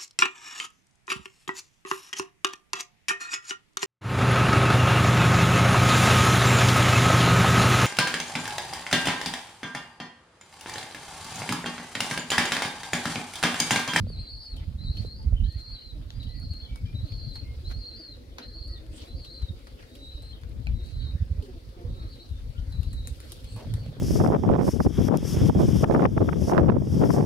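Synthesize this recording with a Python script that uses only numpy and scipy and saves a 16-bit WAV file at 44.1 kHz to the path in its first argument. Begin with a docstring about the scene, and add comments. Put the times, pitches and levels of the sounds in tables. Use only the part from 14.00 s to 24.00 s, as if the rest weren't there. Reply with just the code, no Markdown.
"""Pigeons on an open roof, heard by a small camera with two spaced microphones.
A young pigeon squeals again and again with two membranes; wing tips clap, feathers rustle, birds
land on a hollow board and the flock coos from inflated crops. Gusts thud and pop on the microphones
and something brushes the camera. Small birds whistle and chirp far off over the hiss of the town."""
import sys
import numpy as np
from scipy import signal
from scipy.fft import rfft, irfft
from scipy.io import wavfile
from scipy.ndimage import uniform_filter1d

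SR = 44100
rng = np.random.default_rng(int(sys.argv[2]) if len(sys.argv) > 2 else 0)


def store_wav(level_fs):
    """Save 16-bit WAV to argv[1]."""
    pcm = np.round(np.clip(np.atleast_2d(level_fs), -1, 1) * 32767)
    wavfile.write(sys.argv[1], SR, pcm.T.astype(np.int16))


N = 441000

# Noise spectra. Each row: frequency in Hz, relative density in dB.
TOWN_SPECTRUM = [(120, -77), (200, -7), (254, 1.5), (366, -19.5), (491, -8), (968, -18.5), (2050, -18),
                 (2610, -23.5), (4430, -16), (5840, -25), (8120, -27.5), (11300, -26.5), (16000, -36)]
COO_BLUR_SPECTRUM = [(200, -1), (290, 0.5), (400, -2), (540, 1.5), (640, -22.5), (800, -17.5)]
THUD_SPECTRUM = [(8.8, -24), (15, -15), (43, 10), (65, 7), (116, -3), (193, -31), (236, -16.5), (300, -26),
                 (390, -69), (660, -120)]
EDDY_SPECTRUM = [(60, -19), (110, 2), (160, -10), (260, -17.5), (450, -57), (1000, -91), (2500, -100)]
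FEATHER_SPECTRUM = [(410, 10), (700, 3.5), (1120, -6), (1310, -0.5), (1500, -2), (1600, -3), (2770, 0),
                    (4550, 3), (7010, -9), (9990, -8), (16000, -15)]
# Far whistles. Each row: start and length in seconds, pitch, slide and arch in Hz, level in dB.
WHISTLE_NOTES = [(.33, 0.33, 897, -13, 8.5, -66), (1.189, 0.028, 864, -19, 27, -56),
                 (1.443, 0.13, 1696, 197, 21, -67.5), (2.113, 0.19, 4800, -230, 42, -64),
                 (2.267, 0.14, 2025, -32, -40, -64), (2.602, 0.076, 2640, -50, 824, -52),
                 (2.67, 0.15, 2324, -94, -11, -59), (2.854, 0.081, 2330, 25, 46, -62.5),
                 (3.438, 0.11, 2080, 45, 48, -62.5), (4.683, 0.114, 1925, -38, 10.5, -66),
                 (4.689, .07, 1270, -10, -2, -65), (7.951, 0.16, 1335, -100, 2, -65),
                 (8.545, 0.072, 1400, 34, -7, -63)]
# Sparrow chirps. Each row: start and length in seconds, level in dB.
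CHIRP_NOTES = [(.565, 0.06, -62), (0.932, 0.064, -54.5), (1.302, 0.22, -62.5), (1.752, 0.1, -64),
               (2.25, 0.064, -68), (2.68, .05, -64), (2.845, 0.059, -60.5), (4.28, 0.067, -63),
               (6.32, 0.062, -56.5), (7.008, 0.049, -58), (8.564, 0.034, -58)]
# Far cooing. Each row: time in seconds, level in dB.
COOING_CURVE = [(0.0, -52), (0.22, -68.5), (1.25, -57), (1.5, -64.5), (4.46, -55), (7.32, -57),
                (7.44, -51.5), (7.71, -57.5), (7.8, -48), (8.33, -60.5), (9.89, -51.5), (10.0, -53)]
# Nearer coos. Each row: time in seconds, level in dB, pitch in Hz.
COO_PULSES = [(1.954, -51, 306), (2.944, -49, 301), (3.05, -47, 311), (3.32, -49.5, 279),
              (3.416, -47.5, 281), (3.996, -49, 312), (4.087, -52, 294), (4.791, -52, 300),
              (4.947, -50, 302), (5.081, -50, 339), (5.151, -49, 261), (6.023, -48.5, 284),
              (6.18, -47, 288), (7.427, -43, 410), (7.484, -40, 370), (7.557, -47.5, 333),
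              (7.768, -45.5, 359), (7.847, -43.5, 482), (7.965, -47.5, 365)]
# Gusts. Each row: time in seconds, level in dB, eddies over that level in dB, leftward pan in dB.
GUST_CURVE = [(0.0, -30.5, 0, -6), (0.39, -42.5, -20, 0), (0.78, -30.5, -5, -11), (1.2, -40.5, -11, -3),
              (1.34, -23, -15, -12), (1.72, -42, -14.5, -6.5), (2.31, -34, -12.5, -12.5),
              (3.26, -39.5, -7, 9), (3.79, -36, -27, -11), (3.92, -48.5, -18, -5), (5.35, -38, -16.5, 4),
              (5.96, -48, -17.5, 0), (6.4, -39, -16, 4.5), (6.74, -33.5, -9.5, 20), (6.91, -37, -18, -24),
              (7.21, -34.5, -7.5, -5), (7.74, -42, -17, -1), (7.88, -32.5, -7.5, -6),
              (8.19, -38.5, -26, 3.5), (8.88, -34.5, -6.5, 10), (8.94, -32.5, -13, -5),
              (9.36, -42.5, -15, 0), (9.62, -41.5, 1, -1.5), (9.78, -39, 3, -0.5), (10.0, -47, 4, 1)]
# Wind thumps. Each row: centre in seconds, level in dB, left minus right in dB, pitch in Hz.
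WIND_THUMPS = [(0.019, -25.5, 5.5, 96), (0.621, -25.5, 0, 58.0), (0.689, -23, -9, 87.5),
               (0.76, -24, -3, 66.5), (0.853, -38, 0, 76.0), (0.911, -19.5, 0, 71.0),
               (1.008, -24, -12, 97.0), (1.281, -14.5, -7, 68), (1.428, -23.5, -14, 94.5),
               (1.489, -20, -7, 70.6), (1.567, -23, -6, 73.5), (2.516, -23, 5, 81),
               (2.636, -33, -8.0, 72.5), (2.849, -21.5, 4.5, 90), (2.954, -24.5, 7, 103),
               (3.045, -23, -9, 98), (3.183, -29, 1, 69.4), (3.436, -30, 9.5, 89), (3.687, -27, -5, 78.4),
               (3.768, -29.5, -7, 89), (4.617, -30, -7, 58), (4.712, -28, -3, 53.3),
               (5.151, -28.5, -11, 76), (5.442, -23.5, 7, 68.6), (5.509, -25.5, -6.5, 90),
               (6.16, -27.5, -3.5, 51.0), (6.657, -25, 6.0, 63.0), (6.704, -19, 4, 71.6),
               (6.742, -18, 5, 66.0), (6.836, -24.5, 3, 58.7), (6.977, -22.0, -4, 67.0),
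               (7.054, -24.5, -5.0, 65.0), (7.1, -24.5, -3, 69.0), (7.155, -18.5, -6, 71.0),
               (7.224, -18, -6, 84), (7.321, -17, -5.5, 74.5), (7.395, -23.5, -6, 76),
               (7.856, -25, -7, 66.4), (8.319, -29, 9.5, 79.5), (8.504, -28, 7, 65.0),
               (8.595, -22.5, 7, 72.6), (8.685, -27, 4.0, 65.0), (8.8, -17.5, 10, 72),
               (8.879, -20, 7, 62.8), (9.123, -25, -7, 65), (9.755, -21.5, 1, 85)]
# Wind pops. Each row: start in seconds, relative level in dB, left minus right in dB.
PORT_POPS = [(0.068, -49.5, -28), (0.101, -48.5, -28), (1.048, -43.5, -26.5), (1.325, -48.5, -25),
             (9.564, -48, -6), (9.67, -42, -3.5), (9.78, -47, -23), (9.862, -39, 0), (9.927, -44, -2),
             (9.968, -40, 1)]
# Landings on the board. Each row: start in seconds, level in dB.
LANDINGS = [(4.383, -46), (6.67, -37)]
# Board modes. Each row: frequency in Hz, gain in dB, T60 in seconds.
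BOARD_MODES = [(815, 0, 0.011), (1550, -6, 0.019), (2390, 2, 0.039), (2570, 0.5, 0.032), (4150, -1, 0.014)]
# Flock rustle. Each row: time in seconds, level in dB, treble in dB.
RUSTLE_CURVE = [(0.0, -82, -23), (0.47, -69, -4), (0.7, -68.5, -20), (3.7, -61, -10.5), (4.18, -68, -17),
                (5.96, -62, -5.5), (6.43, -64.5, -15), (9.0, -64, -4), (9.3, -56, -2), (10.0, -68.5, -15)]
# Passing wings. Each row: centre and length in seconds, level in dB, treble in dB.
WING_SWEEPS = [(0.226, 0.42, -59, -32), (0.618, 0.21, -58.5, -20), (1.019, 0.2, -58.5, -4),
               (1.6, 0.067, -58.5, -6), (3.083, 0.21, -61.5, -12), (3.358, .06, -65, 11),
               (3.715, .06, -52, -9), (4.423, 0.12, -50.5, -26), (4.964, 0.11, -56.5, 7),
               (5.037, 0.2, -53, -9.5), (5.803, 0.11, -54, -48), (6.707, .08, -60, -34),
               (6.882, 0.15, -60.5, -3), (7.454, 0.11, -61, -1), (9.53, 0.18, -71.5, 22),
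               (9.594, 0.11, -53, -9), (9.787, 0.62, -56.5, -9.5)]
# Claps. Each row: start in seconds, relative high, mid and low band levels in dB, swish re crack in dB.
WING_CLAPS = [(0.564, -63.5, -59, -80, 0.5), (0.968, -68, -57, -91, 4.5), (2.1047, -53, -39, -41.5, -28),
              (2.229, -60.5, -50.5, -64, -7), (2.399, -53, -68, -65, -20), (2.5354, -55, -56, -54, -20),
              (2.759, -47.5, -43, -46, -21), (3.121, -61, -41.5, -70, -21), (3.356, -55, -45, -45.5, -11),
              (3.711, -68, -52, -43.5, -8), (3.722, -57, -47, -49, -18), (4.384, -50.5, -40, -36, -11.5),
              (4.979, -74, -50, -53.5, -8), (5.0183, -69, -45.5, -53, -10), (5.246, -62, -52, -61, -1),
              (5.42, -57, -47, -48.5, -15), (5.67, -57, -53, -48.5, -9.5), (5.8268, -65, -58, -48, -13),
              (5.952, -60, -54.5, -84, -3), (6.4348, -65, -49, -44, -21), (6.6692, -58, -60, -41, -26),
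              (7.424, -60, -54, -66, -7), (8.7218, -59, -56, -55, -8), (8.8306, -53, -48, -55, -10),
              (8.93, -50.5, -77, -52.5, -8.5), (9.0732, -33.5, -76, -42.5, -19),
              (9.203, -47, -55, -48, -16), (9.32, -37, -36, -43.5, -16), (9.4435, -48, -47, -61, -18),
              (9.562, -52, -54, -59, -10), (9.739, -40, -39.5, -40, -21)]
# Direction of the claps. Each row: start in seconds, lag of left behind right in samples.
CLAP_LAGS = [(0, -19), (4.3, 11), (5.6, -18), (6.4, 12), (8.0, -18)]
# One table per squeal. Each row: time in seconds, pitch in Hz, level in dB.
SQUEAL_CURVES = [
    [(.061, 3780, -54), (.083, 4660, -54), (.13, 4300, -49.5), (.165, 4000, -50), (.213, 4250, -45),
     (.245, 4140, -51), (.305, 4310, -42.5), (.375, 4330, -47), (.421, 4655, -46), (.469, 4370, -43),
     (.52, 4310, -46.5), (.548, 3750, -53)],
    [(.782, 3930, -53), (.826, 4130, -50), (.878, 3920, -41), (.915, 4164, -46), (.95, 4095, -44.5),
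     (1.004, 4405, -41), (1.022, 4426, -60), (1.036, 3980, -53), (1.095, 4300, -47.5), (1.13, 4180, -48.5),
     (1.175, 4830, -55), (1.24, 4780, -59)],
    [(1.439, 3720, -54), (1.453, 4230, -54.5), (1.55, 4140, -50.5), (1.735, 4250, -44), (1.757, 4150, -46),
     (1.785, 3840, -50), (1.80, 4224, -49.5), (1.881, 4160, -48.5), (1.922, 3770, -47.5)],
    [(2.195, 3890, -50), (2.239, 3870, -45), (2.255, 3820, -59), (2.3, 4030, -47), (2.34, 4300, -53.5),
     (2.45, 4260, -49), (2.483, 4000, -58), (2.505, 4290, -45), (2.535, 4210, -46.5), (2.645, 4260, -52),
     (2.67, 3830, -53)],
    [(2.94, 3770, -54), (2.961, 3940, -46), (2.989, 3860, -50), (3.02, 3990, -54.5), (3.077, 4130, -51.5),
     (3.135, 4330, -49.5), (3.159, 4270, -48), (3.33, 4114, -47.5), (3.365, 4260, -44), (3.4, 4330, -48.5),
     (3.45, 3980, -66)],
    [(3.643, 3940, -49), (3.68, 4250, -43.5), (3.71, 4060, -47), (3.755, 4300, -50), (3.89, 4264, -41),
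     (3.915, 4190, -48), (3.953, 4230, -42.5), (3.968, 4730, -49), (3.991, 4800, -53.5), (4.035, 4350, -45),
     (4.12, 4110, -48.5), (4.155, 3630, -58)],
    [(4.413, 3790, -58), (4.427, 4010, -48), (4.477, 4290, -50), (4.519, 4060, -55), (4.557, 4310, -47),
     (4.633, 4240, -48.5), (4.717, 4480, -46), (4.749, 4270, -49), (4.767, 3680, -48.5), (4.785, 3650, -56)],
    [(5.07, 3970, -51), (5.15, 4110, -55), (5.17, 4780, -54.5), (5.21, 4530, -51.5), (5.275, 3900, -51.5),
     (5.3, 4170, -48.5), (5.382, 4197, -46.5), (5.43, 4090, -47), (5.455, 3770, -62), (5.5, 3790, -45)],
    [(5.85, 3750, -72), (6.033, 3920, -52), (6.073, 3863, -48.5), (6.131, 4060, -51), (6.157, 3900, -48),
     (6.205, 3930, -58), (6.23, 4110, -52), (6.31, 4160, -53), (6.37, 3610, -61)],
    [(6.725, 3950, -63), (6.802, 3750, -58.5), (6.864, 3940, -52), (6.885, 4270, -60), (6.925, 4000, -55),
     (7.106, 3850, -51.5), (7.14, 3800, -66), (7.23, 3550, -60)],
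    [(7.87, 3808, -65), (7.972, 3740, -56.5), (8.074, 3980, -60), (8.114, 4370, -60), (8.132, 4130, -53.5),
     (8.164, 3790, -61), (8.22, 3990, -51), (8.27, 3920, -64), (8.4, 3490, -58)],
    [(8.709, 3780, -73), (8.721, 4040, -53), (8.825, 3860, -60.5), (8.901, 4190, -59), (8.975, 3950, -51.5),
     (9.023, 3830, -56), (9.071, 3850, -50), (9.12, 3630, -60)],
    [(9.457, 4200, -56.5), (9.577, 4240, -61)],
    [(9.752, 4280, -57), (9.82, 4290, -61), (9.95, 3760, -69)],
]
# Voice of each squeal. Each row: hoarseness from 0 to 1, octave overtone in dB.
SQUEAL_VOICES = [(0.28, -28), (0.18, -38), (0.23, -34), (0.26, -40), (0.21, -38), (0.12, -37), (0.34, -36),
                 (0.19, -28), (0.08, -23), (0.26, -26), (0.43, -24), (0.3, -29), (0.96, -30), (0.83, -39)]

BIN_HZ = np.fft.rfftfreq(512, 1 / SR)
FRAMES = N // 128 + 4
PAN = np.array([[.5], [-.5]])  # left and right share of a level difference


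def gain_of(db):
    """Decibels to a factor."""
    return 10 ** (np.asarray(db) / 20)


def unit_rms(x):
    """Scales to rms 1."""
    return x / np.sqrt(np.mean(x ** 2) + 1e-20)


def phase_of(hz):
    """Running phase in radians of a pitch curve."""
    return 2 * np.pi * np.cumsum(hz) / SR


def bandpass(x, band_hz):
    """Butterworth band-pass."""
    return signal.sosfilt(signal.butter(2, band_hz, "band", fs=SR, output="sos"), x)


def curves(rows, t):
    """The columns of a time table at the times t."""
    times_s, *columns = np.transpose(rows)
    return [np.interp(t, times_s, column) for column in columns]


def add(mix, start_s, sound):
    """Mixes a sound in at start_s."""
    part = mix[..., round(start_s * SR):][..., :sound.shape[-1]]
    part += sound[..., :part.shape[-1]]


def wander(count, rate_hz):
    """Smooth noise of rms 1 that changes at about rate_hz."""
    span = max(int(SR / rate_hz / 2), 1)
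    return unit_rms(uniform_filter1d(uniform_filter1d(rng.standard_normal(count), span), span))


def coloured(x, spectrum, unit_band_hz):
    """Gives unit white noise a spectrum, with rms 1 inside unit_band_hz."""
    hz = np.fft.rfftfreq(x.shape[-1], 1 / SR)
    points_hz, points_db = np.transpose(spectrum)
    outside = (hz < points_hz[0] / 2) | (hz > points_hz[-1] * 2)
    shape = gain_of(np.interp(np.log(hz + 1), np.log(points_hz + 1), points_db) - 73 * outside)
    inside = (hz > unit_band_hz[0]) & (hz < unit_band_hz[1])
    return irfft(rfft(x) * shape, x.shape[-1]) / np.sqrt(np.sum(shape[inside] ** 2) / len(hz))


def noise_pair(correlation, left_lag_samples=0):
    """Partly alike white noise at the two microphones."""
    a, b = rng.standard_normal((2, N))
    return np.array([np.roll(a, left_lag_samples), correlation * a + np.sqrt(1 - correlation ** 2) * b])


def patches(bins, frames):
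    """A random field of rms 1 with blobs about bins wide and frames long."""
    field = rng.standard_normal((len(BIN_HZ), FRAMES))
    return unit_rms(uniform_filter1d(uniform_filter1d(field, bins, 0), frames, 1))


def rolloff(edge_hz, order):
    """Weight per bin, falling from 1 to 0 around edge_hz."""
    return 1 / (1 + (BIN_HZ[:, None] / edge_hz) ** order)


def patched(x, field_db):
    """Scales the short-time spectrum by a field of bins x frames."""
    spectra = signal.stft(x, nperseg=512, noverlap=384)[2]
    spectra = spectra * gain_of(field_db[:, :spectra.shape[-1]])
    return signal.istft(spectra, nperseg=512, noverlap=384)[1][:, :N]


def walls(x, t60_s):
    """Sparse wall echoes of random sign, different at each microphone."""
    taps = np.zeros((2, SR // 2))
    slots = np.arange(200, SR // 2 - 20, 20)
    delays = slots + rng.integers(0, 20, (2, len(slots)))
    np.put_along_axis(taps, delays, rng.choice([-1., 1.], delays.shape), 1)
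    taps *= gain_of(-60 * np.arange(SR // 2) / SR / t60_s)
    return signal.fftconvolve(np.atleast_2d(x), taps / np.linalg.norm(taps[0]), axes=1)[:, :N]


def town():
    """Steady far hiss, slightly patchy, stronger on the left."""
    hiss = coloured(noise_pair(0.055), TOWN_SPECTRUM, (430, 17000))
    return gain_of(-64 + 3.6 * PAN) * patched(hiss, 3.55 * patches(10, 30) * rolloff(5500, 4))


def whistle(length_s, pitch_hz, slide_hz, arch_hz, level_db):
    """A far note that slides and arches, made unsteady by the air."""
    t = np.arange(0, length_s, 1 / SR)
    hz = pitch_hz + slide_hz * t / length_s + arch_hz * np.sqrt(abs(np.sin(np.pi * t / length_s)))
    tone = np.sqrt(2) * np.sin(phase_of(hz * (1 + 0.013 * wander(len(t), 120))))
    return gain_of(level_db + 2 * wander(len(t), 40)) * tone * signal.windows.tukey(len(t), .4)


def chirp(length_s, level_db, pitch_hz=3150, scatter_hz=129):
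    """A far sparrow's scratchy note; pitch and level tremble."""
    count = round(length_s * SR)
    tone = np.sin(phase_of(pitch_hz + scatter_hz * wander(count, 180)))
    return gain_of(level_db + 8.6 * wander(count, 60)) * tone * signal.windows.tukey(count, .5)


def coo(pitch_hz, glide, crop_top_hz=690):
    """A soft note with its octave, which the crop passes only on low notes."""
    phase = phase_of(pitch_hz * glide)
    octave_gain = gain_of(-7) / (1 + (2 * pitch_hz / crop_top_hz) ** 20)
    return np.sin(phase) + octave_gain * np.sin(2 * phase)


def far_cooing():
    """Many far throats overlap: short sliding notes over a blur of low noise."""
    level_db, = curves(COOING_CURVE, np.arange(N) / SR)
    notes = np.zeros(N)
    for when, pitch, length, slide, size in rng.random((140, 5)):
        t = np.arange(0, 0.024 + 0.066 * length, 1 / SR)
        note = coo(230 + 130 * pitch, glide=1 + 0.89 * (slide - .5) * t)
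        add(notes, when * N / SR, gain_of(5.2 * size) * np.hanning(len(t)) * note)
    notes = unit_rms(notes)
    blur = coloured(noise_pair(0.99, left_lag_samples=-15), COO_BLUR_SPECTRUM, (242, 650))
    return gain_of(level_db + 1.6 * PAN) * (0.59 * np.array([notes, np.roll(notes, 11)]) + 0.7 * blur)


def near_coos():
    """Soft low pulses from an inflated crop, each sinking a little."""
    out, t = np.zeros(N), np.arange(0, .055, 1 / SR)
    envelope = np.sin(np.pi * np.sqrt(t / t[-1])) ** 2
    for time_s, level_db, pitch_hz in COO_PULSES:
        add(out, time_s - .006, gain_of(level_db) * envelope * coo(pitch_hz, glide=1.04 - 1.9 * t))
    return np.array([out, np.roll(out, 11)]) + gain_of(-14) * walls(out, t60_s=0.54)


def scuff(start_s=9.558, length_s=.1, band_hz=(360, 1010)):
    """Something brushes the camera: a gritty, fading scrape."""
    out, count = np.zeros((2, N)), round(length_s * SR)
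    grit = noise_pair(0.95)[:, :count] * gain_of(2.6 * wander(count, 180))
    envelope = gain_of(-48.5 - 5.6 * np.linspace(0, 1, count) ** 2) * signal.windows.tukey(count, .15)
    add(out, start_s, envelope * unit_rms(bandpass(grit, band_hz)))
    return out


def gusts():
    """Lumpy wind pressure: a soft thud, and sharper eddies that differ between the microphones."""
    level_db, eddy_db, pan_db = curves(GUST_CURVE, np.arange(N) / SR)
    sides_db = pan_db * PAN
    lumps_db = 7.5 * np.clip(wander(N, 14), -2.2, .5)
    thud = coloured(noise_pair(0.89) * unit_rms(gain_of(lumps_db)), THUD_SPECTRUM, (10, 130))
    flutter_db = .8 * lumps_db + 6 * np.tanh([wander(N, 25), wander(N, 25)])
    eddies = noise_pair(0.96) * unit_rms(gain_of(flutter_db)) * gain_of(level_db + eddy_db + sides_db)
    return thud * gain_of(level_db + 0.49 * sides_db) + coloured(eddies, EDDY_SPECTRUM, (111.6, 260))


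def wind_thumps(rise_s=0.014, fall_s=0.0085, skew=0.35):
    """Each thump is one or two lopsided low swings of pressure."""
    pad = 2000
    out, t = np.zeros((2, N + 2 * pad)), np.arange(-pad, pad) / SR
    envelope = np.exp(-np.where(t < 0, t / rise_s, t / fall_s) ** 2)
    for centre_s, level_db, pan_db, pitch_hz in WIND_THUMPS:
        phase = 2 * np.pi * (pitch_hz * t + rng.random())
        add(out, centre_s, gain_of(level_db + pan_db * PAN) * envelope * np.sin(phase + skew * np.sin(phase)))
    return out[:, pad:N + pad]


def wind_pops():
    """Each pop is one damped swing of the air in a microphone port, with a little grit."""
    out, t = np.zeros((2, N)), np.arange(900) / SR
    for (start_s, level_db, pan_db), hz in zip(PORT_POPS, rng.uniform(313, 589, len(PORT_POPS))):
        swing = np.sin(2 * np.pi * hz * t) * np.exp(-t / 0.0022) * np.minimum(t / .002, 1)
        grit = uniform_filter1d(rng.standard_normal(len(t)), size=14) * np.exp(-t / 0.0021)
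        grit = uniform_filter1d(grit * np.minimum(t / .001, 1), size=12)
        add(out, start_s, gain_of(level_db + 10 + pan_db * PAN) * (swing + 0.39 * grit))
    return out


def landings():
    """A bird lands on the right; the hollow board rings briefly."""
    out, t = np.zeros(N), np.arange(3000) / SR
    ring = sum(gain_of(db - 60 * t / t60_s) * np.sin(2 * np.pi * hz * t) for hz, db, t60_s in BOARD_MODES)
    for start_s, level_db in LANDINGS:
        add(out, start_s, gain_of(level_db) * ring)
    return np.array([np.roll(out, 11), out]) + gain_of(-12.5) * walls(out, t60_s=0.073)


def rustle(neutral_treble_db=-6):
    """Feather noise in short tufts; each passing wing swells and fades over the flock."""
    t = np.arange(FRAMES) * 128 / SR
    level_db, treble_db = curves(RUSTLE_CURVE, t)
    treble_band = np.exp(-(np.log2(BIN_HZ[:, None] / 8400 + 1e-9) / .62) ** 2)
    shelf, top = 1 - rolloff(5500, 8), 1 - rolloff(10800, 8)
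    power = gain_of(level_db + treble_band * (treble_db - neutral_treble_db)) ** 2
    for centre_s, length_s, wing_db, wing_treble_db in WING_SWEEPS:
        lift_db = wing_treble_db - neutral_treble_db
        # bright wings sing in one band, dull ones lose all treble
        weight = treble_band ** 3 - .7 * top if lift_db > 0 else shelf
        power += gain_of(wing_db + weight * lift_db) ** 2 * np.exp(-(4 * (t - centre_s) / length_s) ** 2)
    tufts_db = 2 * patches(60, 6) + 3.66 * patches(8, 16) * rolloff(5500, 4)
    feathers = coloured(noise_pair(0.019, left_lag_samples=-21), FEATHER_SPECTRUM, (460, 8000))
    return patched(feathers, 10 * np.log10(power) + tufts_db)


def wing_claps(faint_per_s=3, faint_db=(-64, -60, -64, -11)):
    """Wing tips meet: a short crack in three bands, then feathers swish shut."""
    out, t = np.zeros((2, N + 3000)), np.arange(2600) / SR
    bands_hz = [(6600, 11800), (2540, 4530), (400, 2400)]
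    lag_starts_s, lags_samples = np.transpose(CLAP_LAGS)
    faint_starts_s = rng.uniform(0, N / SR, round(faint_per_s * N / SR))
    faint_claps = [(start_s, *rng.normal(faint_db, 3)) for start_s in faint_starts_s]
    crack = np.minimum(t / 0.00037, 1) * np.exp(-t / 0.00064)
    for start_s, *bands_db, swish_db in WING_CLAPS + faint_claps:
        a, b = rng.standard_normal((2, len(t)))
        a = np.sign(a)  # every crack starts at full strength
        swish = gain_of(swish_db) * np.minimum(t / 0.0021, 1) * np.exp(-t / 0.009)
        lag_s = lags_samples[np.searchsorted(lag_starts_s, start_s) - 1] / SR
        # the crack reaches both microphones alike, the swish is spread over the wing
        left = a * (crack + swish)
        right = 0.86 * a * crack + b * (swish + 0.083 * crack)
        for side, noise in enumerate([left, right]):
            clap = sum(gain_of(db) * bandpass(noise, band) / np.std(bandpass(b, band))
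                       for db, band in zip(bands_db, bands_hz))
            add(out[side], start_s + lag_s * (.5 - side), clap * gain_of(10 - 1.1 * side))
    return out[:, :N] + gain_of(-9) * walls(out[:, :N], t60_s=.2)


def squeal(rows, hoarse, octave_db, split_hz=320, flip_hz=265, beak_hz=(3500, 5100)):
    """A thin stepping whistle; a second membrane rasps above it, or below when the voice flips up."""
    t = np.arange(rows[0][0], rows[-1][0], 1 / SR)
    n = len(t)
    hz, level_db = curves(rows, t)
    flipped = 1 / (1 + np.exp((np.median(hz) + flip_hz - hz) / 40))
    warble = 0.00783 * np.round(wander(n, 31.5))
    jitter = 0.011 * wander(n, 70) + 0.028 * hoarse * wander(n, 220)
    phase = phase_of(hz * (1 + warble + jitter))
    split_phase = phase_of(split_hz + 80 * wander(n, 25) + 100 * wander(n, 300))
    upper_gain = 1.9 * hoarse * np.hanning(n) ** .3 * gain_of(5 * np.tanh(wander(n, 14)))
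    upper = upper_gain * np.sin(phase + split_phase)
    lower = (.95 * flipped + .02) * np.sin(phase - split_phase)
    # the membrane slaps shut unevenly, roughening the upper edge of the note
    slap_phase = phase_of(160 + 70 * wander(n, 60))
    note = gain_of(3.1 * wander(n, 70)) * (np.sin(phase) + hoarse * np.sin(phase + slap_phase))
    overtone = gain_of(octave_db + 4 * wander(n, 12) + 4 * wander(n, 150)) * np.sin(2 * phase)
    voice = unit_rms(bandpass(note + upper + lower, beak_hz)) + overtone
    return gain_of(level_db) * voice * signal.windows.tukey(n, .02)


def bird_calls():
    """Squeals, whistles and chirps from the left, with wall echoes."""
    calls = np.zeros(N)
    for rows, voice in zip(SQUEAL_CURVES, SQUEAL_VOICES):
        add(calls, rows[0][0], squeal(rows, *voice))
    for start_s, *note in WHISTLE_NOTES:
        add(calls, start_s, whistle(*note))
    for start_s, *note in CHIRP_NOTES:
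        add(calls, start_s, chirp(*note))
    direct = np.array([gain_of(0.5) * calls, gain_of(-1.5) * np.roll(calls, 20)])
    return direct + gain_of(-5) * walls(calls, t60_s=0.24)


def scene():
    """All sources at the two microphones."""
    background = town() + far_cooing() + near_coos()
    on_camera = scuff() + gusts() + wind_thumps() + wind_pops()
    return background + on_camera + landings() + rustle() + wing_claps() + bird_calls()


def record(dry):
    """The recorder's band limit."""
    edge_hz = 15830
    lowpass = signal.firwin(1023, edge_hz, window=("kaiser", 9), fs=SR)
    return signal.oaconvolve(dry, lowpass[None], "same")


dry = scene()
out = record(dry)
store_wav(out)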